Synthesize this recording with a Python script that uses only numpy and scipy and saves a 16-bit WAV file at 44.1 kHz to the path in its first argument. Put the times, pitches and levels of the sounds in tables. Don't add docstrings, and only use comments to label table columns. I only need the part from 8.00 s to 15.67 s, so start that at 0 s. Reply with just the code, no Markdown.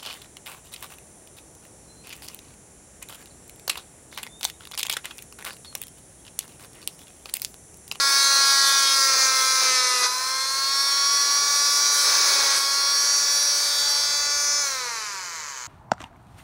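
import sys
import numpy as np
from scipy import signal
from scipy.fft import rfft, irfft, next_fast_len
from scipy.io import wavfile
from scipy.ndimage import uniform_filter1d

SR = 44100
rng = np.random.default_rng(int(sys.argv[2]) if len(sys.argv) > 2 else 0)


def digitize_waveform(pressure):
    field = np.atleast_2d(pressure).T
    bounded = np.clip(field, -1, 1)
    quanta = np.round(bounded * 32767).astype(np.int16)
    wavfile.write(sys.argv[1], SR, quanta)


N = 338247
T = np.arange(N) / SR
FRAME_S = .005
FRAMES = np.arange(0, N / SR + .01, FRAME_S)

FREE_HZ, LAG_S, START_SAG_HZ, OFF_S = 290.35, .71, 13.4, 6.603
DRAG_PER_S, FRICTION_HZ = .27, 403.1
RIPPLE_HZ, ROCKING_TURNS = 120, .0032
SHUDDER_HZ, SHUDDER_WIDTH_HZ, SHUDDER_DB = 238, 3, 3.2
SCATTER = .6
SECOND_ORDER_CUTOFF_HZ = 490
EDGE_HZ = 15750
BITE_EASE_S, CUT_EASE_S = .03, .02
# start_s, end_s, move_s
PAUSE = (1.9, 3.3, 0.5)
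# start_s, end_s
LIFT, TURN = (4.65, 5.6), (5.8, 6.36)

# start_s, end_s, hum_gain_db, rasp_gain_db
CUT_SPANS = [(-.04, 2.085, 5.5, 3.5), (3.915, 4.6, 1, 3)]
# start_s, end_s, rasp_gain_db
BITE_SPANS = [(.3, .8, 0.7), (1.07, 1.33, 2.5), (1.58, 1.69, 3.5), (2.01, 2.075, 8), (4.03, 4.6, 5)]
# time_s, load_turns_per_s
FIRST_CUT_LOAD = [(0.0, 15.5), (0.67, 17.3), (1.12, 41.3), (1.2, 48.9), (1.28, 35.1), (1.58, 28.8),
                  (1.69, 67.8), (1.91, 49.3), (2.06, 58.2)]
SECOND_CUT_LOAD = [(3.92, 5.9), (4.22, 18.5), (4.41, 39.1), (4.52, 13.0), (4.59, 27.1)]
# freq_hz, gain_db
HOUSING_COLOUR = [(270, -26.5), (780, -20.5), (950, 0.5), (1600, -4.5), (2300, -5.5), (2850, -18),
                  (3400, -5.5), (3850, -4.5), (4140, 3), (4500, 1), (4930, 4), (5200, 0.5), (5800, 1),
                  (7500, -12), (10300, -12), (12300, -59), (15500, -13.5)]
HUM_LEVELS = {"first": (-62.5, 6, 0.43, 0.1281, -3.5, -0.5), "second": (-52.5, 1.5, -0.05, 0.22, 5.5, 1),
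              "fourth": (-32, 1, 0.76, -0.1378, -13, 6), "fifth": (-35, 2.2, 1.67, 0, -4.5, 4.5),
              "sixth": (-34.5, 2.14, 1.72, -0.1221, -2.5, 1), "others": (-39.5, 0.5, 0.59, 0.11, -3, 4.5)}
# time_s, 3_to_5_khz_db, 5_to_7.5_khz_db
TREBLE_LEVELS = [(0.0, -19.5, -27), (0.1, -23.5, -21.5), (0.19, -18.5, -19.5), (0.63, -17.5, -23.5),
                 (1.27, -23, -17), (1.33, -25.5, -24), (1.78, -22, -18.5), (2.16, -36, -32),
                 (2.6, -29, -31.5), (2.79, -25.5, -31.5), (4.02, -24.5, -20.5), (4.89, -23.5, -30),
                 (5.08, -28, -23), (5.23, -27.5, -22.5), (6.05, -25, -23.5), (6.6, -33.5, -20),
                 (6.77, -32.5, -27.5), (7.6, -42.5, -34)]
WHINE_LEVELS = {"lower": (-5, -.15, -1.2), "upper": (-4.5, -0.55, -10)}
# time_s, order_16_db, order_20_db
WHISTLE_LEVELS = [(0.0, -28, -37), (0.36, -27, -37), (2.04, -37, -35), (2.64, -27.5, -40),
                  (2.76, -29, -25.5), (3.84, -29.5, -25), (4.32, -35, -38), (5.04, -27.5, -24.5),
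                  (5.52, -28.5, -25), (5.76, -29, -53), (5.88, -24.5, -29.0), (6.24, -29.5, -57),
                  (6.48, -35, -29), (6.84, -42, -57), (6.96, -72, -47.0), (7.2, -82, -70)]
RASP_LEVELS = {"body": (-37, 0.67, .5, 1.04, -2.5, -1.04, -2.5), "hiss": (-29.5, .7, 1, 0.87, -4, -1.3, -4),
               "fizz": (-34.5, 4, 1.18, -0.19, -1, -0.2, -4.5)}
# freq_hz, density_db_per_hz
BODY_COLOUR = [(150, -55), (260, -25), (370, -5), (560, -3.5), (760, -6.5), (1050, 2.5), (1600, 1.5),
               (2050, -4), (2400, 0), (2800, -9.5), (3300, -95)]
HISS_COLOUR = [(2300, -60), (2900, -19.5), (3400, -9.5), (4200, -1), (4900, 0), (5400, 1), (6300, 1.5),
               (6950, -9.5), (7500, -13), (8300, -47)]
COASTING_COLOUR = [(2600, -43), (3000, 9), (3400, -11), (4400, 5), (5200, -2), (6200, 12.5), (7100, 12.5),
                   (7900, 2), (8800, -6.5)]
FIZZ_COLOUR = [(6700, -27), (7500, 3), (8600, 4), (9500, 1), (10100, 3), (10900, 4.5), (11900, -4),
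               (14000, -8), (15600, -16.5)]
SPRAY_COLOUR = [(11000, -30), (12500, 21), (14000, 20), (15600, -5)]
# freq_hz, density_db_per_hz
ROOM_COLOUR = [(15, -6), (55, 5.5), (130, 7.5), (240, 4), (600, -52), (4000, -64)]
# time_s, level_db, pitch_hz
BENCH_BUMPS = [(6.2, -50, 50), (6.35, -51, 60)]


def motor(turns, cut_scatter=0.97, fourth_db=2, rattle=0.049, spread_s=0.00063):
    order = np.arange(1, 61)[:, None]
    hz = order * speed(FRAMES)
    short_wave = np.minimum(hz / 4000, 1)
    scatter = SCATTER + cut_scatter * contact(FRAMES)
    paths = 1 + short_wave * scatter * drift(2.9, count=len(order))
    lag = np.exp(-2j * np.pi * spread_s * 1000 * np.tanh((hz - 5000) / 1000))
    powered = 1 - coasting(FRAMES, .6)
    lag = lag * np.exp(1j * np.pi * rng.uniform(-1, 1, order.shape) * (order < 11) * powered)
    lines = colour(HOUSING_COLOUR, hz) * paths * lag * amp(fourth_db * (order % 4 == 0))

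    lower_db, upper_db = curves(TREBLE_LEVELS, FRAMES)
    levels_db = [hum_db("others") + shudder_db(FRAMES),
                 whine_db("lower", lower_db),
                 whine_db("upper", upper_db),
                 rasp_db("fizz")]
    above = [1] + [np.clip((hz - edge_hz) / 300 + .5, 0, 1) for edge_hz in (2900, 5100, 7500)] + [0]
    singing = np.array([1, 2, 4, 5, 6, 16, 20])
    gains = 0
    for k, db in enumerate(levels_db):
        part = lines * ~np.isin(order, singing) * (above[k] - above[k + 1])
        power = (abs(part) ** 2).sum(0)
        gains = gains + amp(db + 0.47 * coasting(FRAMES, 0.37)) * part / np.sqrt(power + 1e-4)

    low_db = [hum_db(name) for name in ("first", "second", "fourth", "fifth", "sixth")]
    steady = amp(low_db + curves(WHISTLE_LEVELS, FRAMES))
    gains[singing - 1] = steady * lag[singing - 1]
    gains[1] *= np.minimum(hz[1] / SECOND_ORDER_CUTOFF_HZ, 1) ** 7
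    gains[3:6] *= colour(HOUSING_COLOUR, hz[3:6])

    step, spin, stack = np.exp(2j * np.pi * turns), 1, 0
    for gain in gains:
        spin = spin * step
        stack = stack + np.sqrt(2) * (np.interp(T, FRAMES, gain) * spin).real
    return stack * (1 + rattle * coasting(T, 0.15) * np.cos(np.pi * turns))


def speed(t):
    keep = np.exp(-FRAME_S / LAG_S)
    sag = signal.lfilter([1 - keep], [1, -keep], load(FRAMES), zi=[keep * START_SAG_HZ])[0]
    driven = FREE_HZ - np.interp(np.minimum(t, OFF_S), FRAMES, sag)
    decay = np.exp(-DRAG_PER_S * np.maximum(t - OFF_S, 0))
    return (driven + FRICTION_HZ) * decay - FRICTION_HZ


def load(t):
    presses = (FIRST_CUT_LOAD, SECOND_CUT_LOAD)
    return sum(np.interp(t, *np.transpose(press), left=0, right=0) for press in presses)


def ripple():
    phase = 2 * np.pi * RIPPLE_HZ * T
    return (1 - coasting(T, .02)) * (np.cos(phase) + 0.09 * np.cos(2 * phase))


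def hum_db(name):
    free_db, power, cut_share, per_load, lifted_db, turned_db = HUM_LEVELS[name]
    cut_db = cut_share * gains_in(CUT_SPANS, FRAMES)[0]
    return running_db(free_db, power, lifted_db, turned_db) + cut_db + per_load * load(FRAMES)


def whine_db(name, treble_db, fade_s=0.6, pause_db=1.2):
    free_db, per_rasp, coast_db = WHINE_LEVELS[name]
    grinding_db = gains_in(CUT_SPANS, FRAMES)[1] + gains_in(BITE_SPANS, FRAMES, BITE_EASE_S)[0]
    moved_db = treble_db + free_db + pause_db * within(FRAMES, *PAUSE)
    return moved_db + per_rasp * grinding_db + coast_db * coasting(FRAMES, fade_s)


def shudder_db(t):
    return SHUDDER_DB * np.exp(-((speed(t) - SHUDDER_HZ) / SHUDDER_WIDTH_HZ) ** 2)


def rasp(turns, free_gate=0.04, cut_gate=0.094, coast_gate=0.17, uneven_db=-1.0, cut_uneven_db=1.6, grit_db=1):
    cut, coast = contact(T), coasting(T, 0.9)
    depth = free_gate + (cut_gate - free_gate) * cut + (coast_gate - free_gate) * coast
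    gate = 1 + np.clip(depth, 0, 1) * np.cos(2 * np.pi * turns)
    grits = np.repeat(rng.standard_normal(N // 24 + 1), 24)[:N]
    uneven = (uneven_db + cut_uneven_db * cut) * per_turn(turns)
    force = gate * amp(uneven + grit_db * cut * grits)
    force = force / np.sqrt(uniform_filter1d(force ** 2, size=3000))

    noise_a, noise_b, noise_c = rng.standard_normal((3, N))
    body_db, hiss_db, fizz_db = (np.interp(T, FRAMES, rasp_db(name)) for name in ("body", "hiss", "fizz"))
    body = shaped(noise_a * force ** 0.29, BODY_COLOUR) * amp(-2 * coast + 0.28 * shudder_db(T))
    hiss = np.sqrt(1 - coast) * shaped(noise_b * force, HISS_COLOUR)
    hiss = hiss + np.sqrt(coast) * shaped(noise_c * force, COASTING_COLOUR)
    fizz = shaped(noise_a * force ** 0.94, FIZZ_COLOUR) * flicker(2.9, 6.8)
    fizz = fizz + amp(-13 - 9.1 * cut) * shaped(noise_c * force, SPRAY_COLOUR) * flicker(1.1, 4)
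    hiss = hiss * flicker(0.83, 24)
    return amp(body_db) * body + amp(hiss_db + 1.0 - 0.59 * coast) * hiss + amp(fizz_db - 1) * fizz


def rasp_db(name):
    free_db, power, cut_share, bite_share, pause_db, lifted_db, turned_db = RASP_LEVELS[name]
    cut_db = cut_share * gains_in(CUT_SPANS, FRAMES)[1]
    bite_db = bite_share * gains_in(BITE_SPANS, FRAMES, BITE_EASE_S)[0]
    free_running_db = running_db(free_db, power, lifted_db, turned_db)
    return free_running_db + cut_db + bite_db + pause_db * within(FRAMES, *PAUSE)


def running_db(free_db, power, lifted_db, turned_db):
    pace_db = 20 * np.log10(speed(FRAMES) / FREE_HZ)
    return free_db + power * pace_db + lifted_db * ramp(FRAMES, *LIFT) + turned_db * ramp(FRAMES, *TURN)


def per_turn(turns):
    return np.interp(turns, np.arange(3000), rng.standard_normal(3000))


def flicker(depth_db, rate_hz):
    return amp(depth_db * np.interp(T, FRAMES, drift(rate_hz)[0].real))


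def contact(t):
    return sum(within(t, start_s, end_s) for start_s, end_s, *_ in CUT_SPANS)


def coasting(t, ease_s):
    return ramp(t, OFF_S, OFF_S + ease_s)


def workshop(x, t60_s=0.49, wet_db=-12):
    t = np.arange(SR // 2) / SR
    sparse = rng.standard_normal(len(t)) * (rng.random(len(t)) < .05)
    taps = sparse * amp(-60 * t / t60_s) * (t > .004)
    return x + amp(wet_db) * signal.fftconvolve(x, taps / np.linalg.norm(taps))[:N]


def background(air_db=-65, mains_db=-73, handling_db=-64):
    out = amp(air_db) * shaped(rng.standard_normal(N), ROOM_COLOUR)
    handling = np.interp(T, [5.6, 6, 6.4, 7.6], [0.21, 1, 0.76, 0.58])
    rustle = shaped(rng.standard_normal(N), [(45, -14), (90, -8), (150, -10)])
    out += amp(handling_db) * handling * rustle
    out += amp(mains_db) * np.sqrt(2) * np.sin(2 * np.pi * RIPPLE_HZ * T)
    for start_s, level_db, pitch_hz in BENCH_BUMPS:
        u = np.maximum(T - start_s, 0)
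        swell = u / .012 * np.exp(1 - u / 0.011)
        out += amp(level_db) * swell * np.sin(2 * np.pi * pitch_hz * u)
    return out


def amp(db):
    return 10 ** (np.asarray(db) / 20)


def evened(x):
    return x / np.sqrt(np.mean(x ** 2) + 1e-20)


def curves(table, t):
    time_s, *columns = np.transpose(table)
    return [np.interp(t, time_s, column) for column in columns]


def colour(points, hz):
    freq_hz, db = np.transpose(points)
    return amp(np.interp(np.log(hz + 1), np.log(freq_hz), db))


def shaped(x, points):
    size = next_fast_len(N)
    hz = np.fft.rfftfreq(size, 1 / SR)
    skirts = np.minimum(hz / points[0][0], 1) ** 2 / np.maximum(hz / points[-1][0], 1) ** 2
    return evened(irfft(rfft(x, size) * colour(points, hz) * skirts, size)[:N])


def drift(rate_hz, count=1):
    hz = np.fft.fftfreq(len(FRAMES), FRAME_S)
    a, b = rng.standard_normal((2, count, len(hz)))
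    z = np.fft.ifft((a + 1j * b) / (1 + (hz / rate_hz) ** 2))
    return z / np.sqrt(np.mean(abs(z) ** 2))


def ramp(t, start_s, end_s):
    return np.clip((t - start_s) / (end_s - start_s), 0, 1)


def within(t, start_s, end_s, ease_s=CUT_EASE_S):
    return np.clip(np.minimum(t - start_s, end_s - t) / ease_s, 0, 1)


def gains_in(rows, t, ease_s=CUT_EASE_S):
    return sum(np.outer(db, within(t, start_s, end_s, ease_s)) for start_s, end_s, *db in rows)


def scene(flutter=0.00052, loose_turns=0.0008):
    waver = np.interp(T, FRAMES, drift(15.56)[0].real)
    turns = np.cumsum(speed(T) * (1 + flutter * (1 + contact(T)) * waver)) / SR
    turns = turns + ROCKING_TURNS * ripple() + loose_turns * coasting(T, 0.23) * per_turn(turns)
    tool = motor(turns) + rasp(turns)
    mid = workshop(tool) + background()
    side = amp(-38) * (workshop(tool) - tool) + amp(-23) * background()
    return np.array([mid + side, mid - side])


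def record(dry):
    low_pass = signal.firwin(511, EDGE_HZ, window=("kaiser", 9), fs=SR)
    return signal.oaconvolve(dry, low_pass[None], "same")


dry = scene()
out = record(dry)
digitize_waveform(out)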